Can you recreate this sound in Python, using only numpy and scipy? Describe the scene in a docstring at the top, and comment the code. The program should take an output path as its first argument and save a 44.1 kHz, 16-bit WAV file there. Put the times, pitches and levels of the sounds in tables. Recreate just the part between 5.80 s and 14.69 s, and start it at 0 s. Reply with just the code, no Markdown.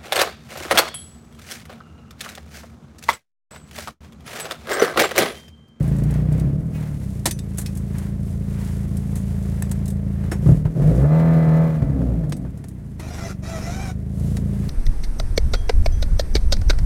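"""A four-cylinder engine works against snow: each firing rings the exhaust pipe and puffs out noisy gas.
It lifts briefly, settles, stumbles in short dips, revs once into a pitched howl, sinks low and recovers.
Tyres hiss and crunch as shaped noise and tiny snaps; one creaks as a short train of stick-slip pulses.
The plough clanks with noise bursts and ringing steel modes, and loose chain links tick.
An electric winch runs twice, built from wavering gear partials, noise and grit, over a low hum of air."""
import sys
import numpy as np
from scipy import signal
from scipy.fft import rfft, irfft
from scipy.io import wavfile
from scipy.ndimage import uniform_filter1d

SR = 44100
rng = np.random.default_rng(int(sys.argv[2]) if len(sys.argv) > 2 else 0)


def unload_wav(signal):
    """Save mono or channel-first audio to the path in sys.argv[1] as 16-bit WAV at rate SR, clipped to [-1, 1]."""
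    wavfile.write(
        sys.argv[1],
        SR,
        np.round(np.clip(np.atleast_2d(signal).T, -1, 1) * 32767).astype(np.int16),
    )


N = 392049
T = np.arange(N) / SR  # s
EDGE_HZ = 16050  # top of the output band

# low hum of the open air: [f/Hz, level/dB]
AIR_COLOUR = [(15, -6.5), (50, -16.5), (150, 3), (300, 0), (700, -29), (2000, -31.5), (6000, -58),
              (15000, -63)]

# slush hiss and snow crunch: [f/Hz, level/dB]
HISS_COLOUR = [(1000, -39.5), (2800, 0), (4500, -0.5), (7000, 2), (10000, 3.5), (12500, -1.5), (15500, -8)]
CRUNCH_COLOUR = [(300, -8), (800, 1.5), (1300, -3), (2000, -2.5), (2800, -11), (4500, -17), (10000, -22.5)]
# the car shoves through snow: [middle t/s, half length t/s, slush hiss level/dB, crunch level/dB]
SHOVES = [(0,0.21,-55.5,-46),(0.356,0.068,-62,-45),(0.576,0.08,-67,-46.5),(1.034,0.066,-56.5,-46.5),(1.3,0.25,-56,-57.5),(1.885,0.18,-55,-54.5),(2.214,0.08,-52.5,-47),(2.5,0.076,-55,-56.5),(2.837,0.14,-50,-47.5),(3.345,0.36,-55.5,-56.5),(3.7,0.35,-55.5,-51.5),(4.474,0.14,-60.5,-51.5),(4.697,0.061,-50,-50),(5.117,0.11,-52.5,-49.5),(8.494,0.1,-51,-56),(8.89,0.16,-51,-49)]
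# steady tyre noise at idle effort, its growth in dB per dB of effort, crunch of wheels spinning at high revs
TYRE_HISS_DB, TYRE_CRUNCH_DB, TYRE_GROWTH, SPIN_CRUNCH_DB = -64, -60, 0.18, -45

# creaking tyre: [f/Hz, level/dB]
RUBBER_COLOUR = [(600,-38),(1500,-9),(2600,3),(3400,-14),(14000,-14)]
# centre and half length of the creak, slips per second, level
JUDDER_S, JUDDER_HALF_S, JUDDER_PER_S, JUDDER_DB = 0.96, 0.02, 280, -46

# ticks of the slack chain's links: [t/s, level/dB]
TICKS = [(.028,-45),(0.078,-45),(.165,-47),(.185,-45),(0.236,-42),(.308,-41.5),(.524,-43.5),(.579,-48),(1.774,-37),(1.815,-34),(1.952,-42.5),(1.972,-38),(2.183,-37.5),(3.169,-37.5),(4.057,-38.5),(4.08,-35.5),(4.103,-40),(6.495,-44.5),(6.567,-45),(6.774,-50),(6.884,-43.5)]
# thin ring of the links: [f/Hz, level/dB]
LINK_RING_COLOUR = [(7000,-36),(8100,-1),(8800,-20),(9700,-7),(10600,-18),(12000,-53)]
# time constants of rattle and ring; gains of the dry crack and the ring
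TICK_DECAY_S, LINK_RING_S, TICK_CRACK_DB, LINK_RING_DB = 0.0088, 0.031, -8.5, -19

# knocks of plough and chain: [t/s, strength level/dB, thud relative level/dB, chain jingle relative level/dB,
# decay t60/s, ring level/dB, two favoured modes f/Hz]
CLANKS = [(.339,-42,-10,1,0.038,-56,2540,9580),(0.596,-43.5,-12,5,0.047,-54,2540,8390),(1.456,-17.5,2,1.5,0.092,-23,4000,8390),(1.509,-26.5,-7.5,5.5,0.052,-33,6060,9580),(1.589,-34,-22,1,0.035,-43.5,3670,7900),
          (1.782,-36,4,12,0.097,-47,8390,7900),(1.86,-33,-25,-0.5,0.065,-40.5,2540,5420),(3.354,-47,7.5,10,.16,-54,6720,9580),
          (3.823,-32,10,14,0.015,-39,1790,7900),(3.913,-37.5,8.5,12,0.047,-54,7900,4730),(4.438,-53,24,-8,0.03,-58,2540,1790),(4.515,-41.5,20,7.5,0.11,-36.5,5420,6720),
          (6.522,-29,7.5,-4.5,0.037,-37.5,1790,8390),(6.84,-47,9.5,2.5,0.045,-58,1790,6720),(7.195,-42.5,11,1,0.1,-50,4000,2540),(8.568,-32.5,7,0,0.033,-52,6720,5420)]
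# modes of the plough's steel: [f/Hz, level/dB, t60/s]
STEEL_MODES = [(1790,8,.035),(2540,-1,.13),(3670,0,.1),(4000,-4,.09),(4730,0,.12),(5420,0,.12),(6060,-1,.16),(6720,-3,.14),(7900,-5,.16),(8390,-5,.14),(9580,-5,.2)]
# crack, thud of the blade and jingle of chain: [f/Hz, level/dB]
CRACK_COLOUR = [(300, -13), (1200, -7), (1800, 18.5), (2700, 14), (4000, 19.5), (5200, 17.5), (6500, 16.5),
                (8500, 6.5), (15500, -7)]
THUD_COLOUR = [(30, -20), (120, -15), (340, 6.5), (520, -5), (800, -3.5), (1300, -10), (2000, -10),
               (4000, -27), (12000, -89)]
JINGLE_COLOUR = [(3000, -49), (6500, 1), (8200, 5), (10500, 3.5), (13000, -2.5), (15500, -10)]
# how much weaker the other modes ring, the reach of a favoured mode, time constant of the onset
OTHER_MODES_DB, FAVOUR_WIDTH_HZ, KNOCK_RISE_S = -12, 250, 0.0012

# winch runs: [on t/s, off t/s, level/dB, attack time constant t/s]
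WINCH_RUNS = [(7.181,7.512,-32.5,0.093),(7.62,8.104,-32.5,0.03)]
# gear mesh pitch: [t/s, f/Hz]
WINCH_MESH = [(7.18,590),(7.3,700),(7.36,705),(7.44,665),(7.51,695),(7.62,620),(7.71,675),(7.78,640),(7.86,660),(7.93,730),(8.03,795),(8.11,735)]
# ring of the winch housing: [f/Hz, level/dB]
WINCH_COLOUR = [(200,10.5),(450,0.5),(700,1.5),(950,-5),(1450,-4.5),(1700,-8.5),(1900,-5.5),(2200,-12),(2370,-3),(2600,-13.5),(3500,-17),(3900,-10),(4100,-15),(4600,-17),(5700,-9),(7000,-15),(8300,-19),(8950,-15),(9700,-18),(11500,-20),(12100,-19),(14000,-32)]
# fade after switching off, fast flutter of the mesh pitch (fraction), depth of the gears' chatter
COAST_DB_PER_S, MESH_FLUTTER, CHATTER_DB = 560, 0.011, 0.6

# engine speed: [t/s, firing rate f/Hz]
SPEED = [(0,27.3),(.12,27.8),(.41,30.7),(.58,31.4),(.7,35),(.8,41),(.92,39.8),(1.17,35.2),(1.42,28.5),(1.65,27.6),(2.4,27.9),(4.6,27.65),(4.72,36),(4.95,41),(5.1,56),(5.2,66.5),(5.296,77.2),(5.338,79.6),(5.38,80.8),(5.46,81.8),(5.71,79.2),(5.81,81.2),(5.87,80.4),(5.95,78),(6.2,64.9),(6.3,58.7),(6.42,53),(6.7,39),(7,29.2),(7.56,23.6),(7.8,24.2),(8.44,28.2),(8.89,28.1)]
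# how hard the engine works: [t/s, exhaust level/dB]
EFFORT = [(0,-17.5),(.68,-17.5),(.86,-24),(1.6,-27.5),(2,-24.5),(3.7,-22),(4.6,-22),(4.69,-11),(4.8,-22),(5.03,-13),(5.4,-12.5),(5.85,-14),(5.92,-19.5),(5.99,-22),(6.14,-20),(6.27,-18),(6.42,-21.5),(6.85,-33.5),(8.3,-25.5),(8.45,-19.5),(8.89,-22.5)]
# the exhaust weakens for a moment: [from t/s, to t/s, level/dB]
DIPS = [(4.829, 4.843, -10), (4.87, 4.958, -7.5), (5.127, 5.176, -3), (5.263, 5.305, -4.5)]
# single hard firings and pops: [t/s, boom level/dB, bark of gas level/dB]
COUGHS = [(4.664,16,-29.5),(4.69,18,-28.5),(4.719,20.5,-42),(4.853,15.5,-26.5),(5.022,8,-28),(6.021,15.5,-29),(6.096,10.5,-35),(6.215,2,-34),(6.436,5,-34.5),(6.65,-11,-36),(6.774,-18,-47)]
# strength of each cylinder's push: [level/dB]
CYLINDERS_DB = [-0.13, -1.6, 0.15, -1]
# pipe at idle, under load, on the overrun and after a cough: [f/Hz, level/dB]
PIPE_IDLE = [(15, -115), (28, -13), (55, 4), (84, 7), (111, 3.5), (140, 5.5), (168, -2.5), (196, 6),
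             (222, -11), (255, -10), (300, -25.5), (390, -14), (700, -32), (2000, -87.5)]
PIPE_LOAD = [(22, -70.5), (42, -11), (64, 4), (82, -15.5), (112, -3.5), (152, 10), (175, -1.5), (205, -9.5),
             (240, -14.5), (265, -8), (320, -19), (400, -17.5), (700, -39), (2000, -101)]
PIPE_OVERRUN = [(22,-60),(42,-12),(62,7.5),(85,-10.5),(120,0),(165,3),(215,-6.5),(265,-2.5),(320,-24),(700,-30),(2000,-76)]
PIPE_COUGH = [(20,-90),(45,7),(70,-1.5),(105,3.5),(135,11),(170,3),(215,-13),(420,-25.5),(700,-37),(2000,-66),(6000,-95)]
# gas: bark of a cough, rasp of the firings, howl at high revs: [f/Hz, level/dB]
BARK_COLOUR = [(100,-30),(300,19.5),(700,4),(1200,-1),(1800,-6.5),(2600,-15.5),(4000,-21.5),(15000,-29)]
RASP_COLOUR = [(100, -37.5), (200, -2), (270, -1.5), (340, 8), (450, 6.5), (650, 2), (850, -13),
               (1250, -17.5), (2000, -25), (3000, -34.5), (6000, -38.5), (15000, -44)]
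HOWL_COLOUR = [(90,-33.5),(195,18.5),(235,16),(262,24),(345,4),(400,1),(445,6.5),(510,7.5),(565,13),(605,1),(645,11.5),(730,4),(800,-7),(880,3),(940,-5.5),(1130,-4.5),(1240,-1.5),(1320,-7.5),(1650,-12),(1755,-4.5),(1830,-18),(1940,-22),(2010,-3),(2130,-30),(2270,-14.5),(2900,-37.5),(4050,-34),(4140,-19.5),(4250,-39),(6000,-48),(15000,-79)]
BARK_DECAY_S = 0.017  # time constant
# unevenness (0-1): at idle, added when lugging, added when the firing rate falls by FALL_PER_S each second
UNEVEN_IDLE, UNEVEN_LUG, UNEVEN_FALL, FALL_PER_S = 0.17, 0.11, 0.29, 58
# the throttle opens as effort rises above idle, and stays open above a middling speed (firings per second)
IDLE_DB, OPEN_SPAN_DB, DRIVE_RATE, OPEN_SPAN_RATE = -20.5, 4.5, 31, 14
# gas level against the exhaust at GAS_REF_RATE firings per second, before the rush-to-howl blend,
# and what speed, load, howl and uneven firing add to it
GAS_REF_RATE, GAS_DB, GAS_DB_PER_OCTAVE = 18.7, -26, 4.5
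GAS_LOAD_DB, GAS_HOWL_DB, GAS_UNEVEN_DB = 1, 1.5, -3
# the howl sets in over this range of firings per second
HOWL_FROM_RATE, HOWL_SPAN_RATE = 64, 16
# orders between the firing harmonics, waver of the high orders, loose gas noise against the orders
HALF_ORDER_DB, HOWL_WAVER, HOWL_NOISE = -5, 0.45, 0.42


def amp(db):
    """Decibels to gain."""
    return 10 ** (np.asarray(db) / 20)


def unit(x):
    """Scales to rms 1."""
    return x / np.sqrt(np.mean(x ** 2) + 1e-20)


def noise():
    """White noise of rms 1."""
    return rng.standard_normal(N)


def curves(rows):
    """Draws each column of a table of (t, ..) rows as a line over every sample."""
    s, *columns = np.transpose(rows)
    return [np.interp(T, s, c) for c in columns]


def running_rms(x, size=8000):
    """Level of x over several firings."""
    power = uniform_filter1d(uniform_filter1d(x ** 2, size), size)
    return np.sqrt(abs(power) + 1e-14)


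def colour(x, spectrum, size=16384):
    """Minimum-phase filter of energy 1 with the given spectrum: it rings after each push."""
    hz, db = np.transpose(spectrum)
    f = abs(np.fft.fftfreq(size, 1 / SR))
    log_gain = np.log(amp(np.interp(np.log(f + 1), np.log(hz), db)))
    ring = np.fft.ifft(np.exp(np.conj(signal.hilbert(log_gain)))).real[:size // 2]
    return signal.oaconvolve(x, ring / np.linalg.norm(ring))[:N]


def wander(hz):
    """Random drift of rms 1 that fades out above the given rate."""
    rolloff = 1 + (np.fft.rfftfreq(N, 1 / SR) / hz) ** 4
    return unit(irfft(rfft(noise()) / rolloff, N))


def clicks(times, sizes):
    """One impulse at each time."""
    return np.bincount(np.clip(np.round(times * SR).astype(int), 0, N - 1), sizes, N)


def decay(x, seconds):
    """Lets each impulse die away exponentially with this time constant."""
    return signal.lfilter([1], [1, -np.exp(-1 / (seconds * SR))], x)


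def grains(per_s, spread_db):
    """Random snaps of rms 1; a positive spread makes a few much larger, a negative one much smaller."""
    sizes = amp(spread_db * np.minimum(rng.exponential(1, N), 5)) * rng.choice([-1, 1], N)
    return unit((rng.random(N) < per_s / SR) * sizes)


def bounce(x, seconds, share, count=8):
    """Each push runs to and fro and returns ever weaker; all-pass taps leave the colour nearly unchanged."""
    returns = (share ** 2 - 1) * share ** np.arange(count)
    taps = clicks(seconds * np.arange(count + 1), np.append(share, returns))
    return signal.oaconvolve(x, taps[:SR // 2])[:N]


def high_revs(speed):
    """0 at low speed, near 1 where the gas flow locks to the firings."""
    return 0.985 * np.clip((speed - HOWL_FROM_RATE) / HOWL_SPAN_RATE, 0, 1)


def overrun(speed):
    """0-1: the throttle is shut and the revs drop from above a middling speed."""
    falling = np.clip(-np.gradient(speed) * SR / FALL_PER_S, 0, 1) ** 2
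    fast = np.clip((speed - DRIVE_RATE) / OPEN_SPAN_RATE, 0, 1)
    return uniform_filter1d(falling, size=2000) * fast


def running_state(speed, effort_db):
    """Load and unevenness: lumpy when lugging, smoother with speed, burbling as the revs drop."""
    by_effort = np.maximum(effort_db - IDLE_DB, 0) / OPEN_SPAN_DB
    by_speed = np.maximum(speed - DRIVE_RATE, 0) / OPEN_SPAN_RATE
    load = np.clip(by_effort + by_speed, 0, 1)
    smooth = 0.78 * np.clip((speed - 40) / 20, 0, 1)
    uneven = (UNEVEN_IDLE + UNEVEN_LUG * load) * (1 - smooth) + UNEVEN_FALL * overrun(speed)
    return load, uneven


def open_air():
    """Steady noise coloured into a low outdoor hum."""
    return amp(-43) * colour(noise(), AIR_COLOUR)


def snow(speed, effort_db):
    """Tyres squeeze slush into a hiss of tiny bursts; packed snow crunches lower; shoves swell both."""
    push_db = TYRE_GROWTH * (effort_db - IDLE_DB)
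    spin = amp(SPIN_CRUNCH_DB) * high_revs(speed) ** 2
    hiss_power = amp(TYRE_HISS_DB + push_db) ** 2
    crunch_power = amp(TYRE_CRUNCH_DB + push_db) ** 2 + spin ** 2
    for middle, half, hiss_db, crunch_db in SHOVES:
        swell = np.exp(-((T - middle) / half) ** 2)
        hiss_power = hiss_power + swell * amp(hiss_db) ** 2
        crunch_power = crunch_power + swell * amp(crunch_db) ** 2
    hiss = unit(colour(noise() + 0.42 * grains(per_s=1500, spread_db=8.5), HISS_COLOUR))
    crunch = unit(colour(noise() + 0.4 * grains(per_s=600, spread_db=-5.5), CRUNCH_COLOUR))
    # both flicker in level
    hiss = hiss * np.sqrt(hiss_power) * amp(1.4 * wander(41))
    crunch = crunch * np.sqrt(crunch_power) * amp(1.8 * wander(45))
    return hiss + crunch


def judder():
    """A tyre sticks and slips on the ice in a short creak."""
    slips = clicks(np.arange(0, T[-1], 1 / JUDDER_PER_S), None)
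    swell = np.exp(-((T - JUDDER_S) / JUDDER_HALF_S) ** 2)
    return unit(colour(slips, RUBBER_COLOUR)) * amp(JUDDER_DB) * swell


def chain():
    """Loose links tick against each other as short noise bursts and ring on thinly."""
    s, db = np.transpose(TICKS)
    ticks = clicks(s, amp(db))
    rattle = decay(ticks, TICK_DECAY_S) * noise()
    ring = decay(ticks, LINK_RING_S) * noise()
    crack = amp(TICK_CRACK_DB) * colour(rattle, CRACK_COLOUR)
    return crack + colour(rattle, JINGLE_COLOUR) + amp(LINK_RING_DB) * colour(ring, LINK_RING_COLOUR)


def plough():
    """Each knock is a rattling crack, a dull thud of the blade, a jingle of chain and a ring of steel."""
    crack, thud, jingle, ring = np.zeros((4, N))
    for s, db, thud_db, jingle_db, t60, ring_db, *favoured_hz in CLANKS:
        span = slice(round(s * SR), round(s * SR) + SR // 4)
        t = T[span] - T[span][0]
        blow = amp(db - 60 * t / t60) * (1 - np.exp(-t / KNOCK_RISE_S))
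        crack[span] += blow * rng.standard_normal(len(t))
        thud[span] += blow * amp(thud_db) * rng.standard_normal(len(t))
        jingle[span] += blow * amp(jingle_db) * rng.standard_normal(len(t))
        for hz, mode_db, mode_t60 in STEEL_MODES:
            # each knock favours its own two modes
            distance_hz = np.min(abs(hz - np.array(favoured_hz)))
            favour_db = OTHER_MODES_DB * (distance_hz > FAVOUR_WIDTH_HZ)
            mode_gain = amp(ring_db + mode_db + favour_db - 60 * t / mode_t60)
            ring[span] += mode_gain * np.sin(2 * np.pi * hz * t)
    return colour(crack, CRACK_COLOUR) + colour(thud, THUD_COLOUR) + colour(jingle, JINGLE_COLOUR) + ring


def winch(count=12):
    """Gear teeth mesh, chatter and grind, and ring the housing; the pitch follows a drawn curve."""
    hz = curves(WINCH_MESH)[0]
    gain = np.zeros(N)
    for on, off, db, attack in WINCH_RUNS:
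        rise = 1 - np.exp(-np.maximum(T - on, 0) / attack)
        gain += rise * amp(db - COAST_DB_PER_S * np.maximum(T - off, 0))
    cycles = np.cumsum(hz * (1 + 0.01 * wander(25) + MESH_FLUTTER * wander(200))) / SR
    # the teeth bite unevenly: each partial swells and breaks up on its own
    steps = np.arange(0, T[-1], 1 / 35)
    mesh = np.zeros(N)
    for k in range(1, count):
        bite = np.interp(T, steps, 0.65 * rng.standard_normal(len(steps)) + 0.8)
        mesh += bite * np.cos(2 * np.pi * (k * cycles + rng.random()))
    mesh = unit(mesh) * (1 + 0.45 * wander(260))
    # grit scrapes at random and bounces in the housing
    grit = unit(bounce(grains(per_s=900, spread_db=3), seconds=0.0046, share=0.6))
    gears = colour(0.58 * mesh + 0.7 * noise() + 0.8 * grit, WINCH_COLOUR)
    return unit(gears * amp(CHATTER_DB * wander(60))) * gain


def firings(speed, cylinders_db, uneven):
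    """One push per firing; the four cylinders differ, and rough running scatters strength and timing."""
    at = np.flatnonzero(np.diff(np.floor(np.cumsum(speed) / SR + 0.85)))
    strength, lag = rng.standard_normal((len(at), 2)).T * uneven[at]
    sizes = amp(np.resize(cylinders_db, len(at)) + 4.2 * strength)
    return clicks(T[at] + 0.04 * lag / speed[at], sizes)


def crank_orders(speed, sounding, count=110):
    """Stacks multiples of the crank speed, two firings a turn; each order wavers in strength and phase."""
    t, turns = T[sounding], np.cumsum(speed[sounding] / 2) / SR
    steps = np.arange(0, T[-1], 1 / 16)
    stack = np.zeros(len(t))
    for k in range(9, count):
        drift = rng.standard_normal(len(steps)) + 1j * rng.standard_normal(len(steps))
        waver = HOWL_WAVER * min(k / 30, 1)
        size = (1 + waver * np.interp(t, steps, drift)) * amp(HALF_ORDER_DB * (k % 2))
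        stack += (size * np.exp(2j * np.pi * (k * turns + rng.random()))).real
    out = np.zeros(N)
    out[sounding] = unit(stack)
    return out


def rasp(pushes, turbulence, speed, gain):
    """Gas rushes out with each firing; at high revs it locks to the crank and turns into a pitched howl."""
    locked = high_revs(speed)
    sounding = locked > 0
    gas = pushes + 0.035 * turbulence + 0.02 * noise()
    rush = colour(gas * gain * np.sqrt(1 - locked) / running_rms(gas), RASP_COLOUR)
    flow = unit(crank_orders(speed, sounding) + HOWL_NOISE * noise() * sounding)
    # the mean undoes the silence that unit() counted in
    howl = colour(flow * np.sqrt(np.mean(sounding) * locked) * gain, HOWL_COLOUR)
    return amp(4 - 5 * locked) * rush + howl


def exhaust(speed, effort_db):
    """Firings ring the pipe, which booms under load; each also lets out a rasping puff of gas."""
    load, uneven = running_state(speed, effort_db)
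    pushes = firings(speed, CYLINDERS_DB, uneven)
    turbulence = decay(pushes, 0.033) * noise()
    returning = bounce(pushes, seconds=0.0115, share=0.84)
    drive = returning + 0.04 * uneven * turbulence
    shut = overrun(speed)

    def pipe(x):
        """Blends idle, open throttle and overrun."""
        driven = x * (1 - shut)
        idle = colour(driven * (1 - load), PIPE_IDLE)
        return idle + colour(driven * load, PIPE_LOAD) + colour(x * shut, PIPE_OVERRUN)

    level_db = effort_db + sum(db * ((T > start) & (T < end)) for start, end, db in DIPS)
    # the firings are levelled first so that the boom follows the effort
    boom = pipe(drive * amp(level_db) / running_rms(pipe(drive)))
    cough_s, cough_db, bark_db = np.transpose(COUGHS)
    cough_boom = colour(clicks(cough_s, amp(cough_db)), PIPE_COUGH)
    bark = colour(decay(clicks(cough_s, amp(bark_db)), BARK_DECAY_S) * noise(), BARK_COLOUR)
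    gas_db = (GAS_DB + GAS_DB_PER_OCTAVE * np.log2(speed / GAS_REF_RATE) + GAS_LOAD_DB * load
              + GAS_HOWL_DB * high_revs(speed) + GAS_UNEVEN_DB * uneven)
    return boom + cough_boom + bark + rasp(returning, turbulence, speed, amp(level_db + gas_db))


def scene():
    """Sums air, tyres, chain, plough, winch and exhaust in mono, with no room echo."""
    speed, effort_db = curves(SPEED)[0], curves(EFFORT)[0]
    tyres = snow(speed, effort_db) + judder()
    metal = chain() + plough() + winch()
    return (open_air() + tyres + metal + exhaust(speed, effort_db))[None]


def record(dry):
    """Limits the band with a steep linear-phase low-pass."""
    lowpass = signal.firwin(401, EDGE_HZ, window=("kaiser", 9), fs=SR)
    return signal.oaconvolve(dry, lowpass[None], "same")


dry = scene()
out = record(dry)
unload_wav(out)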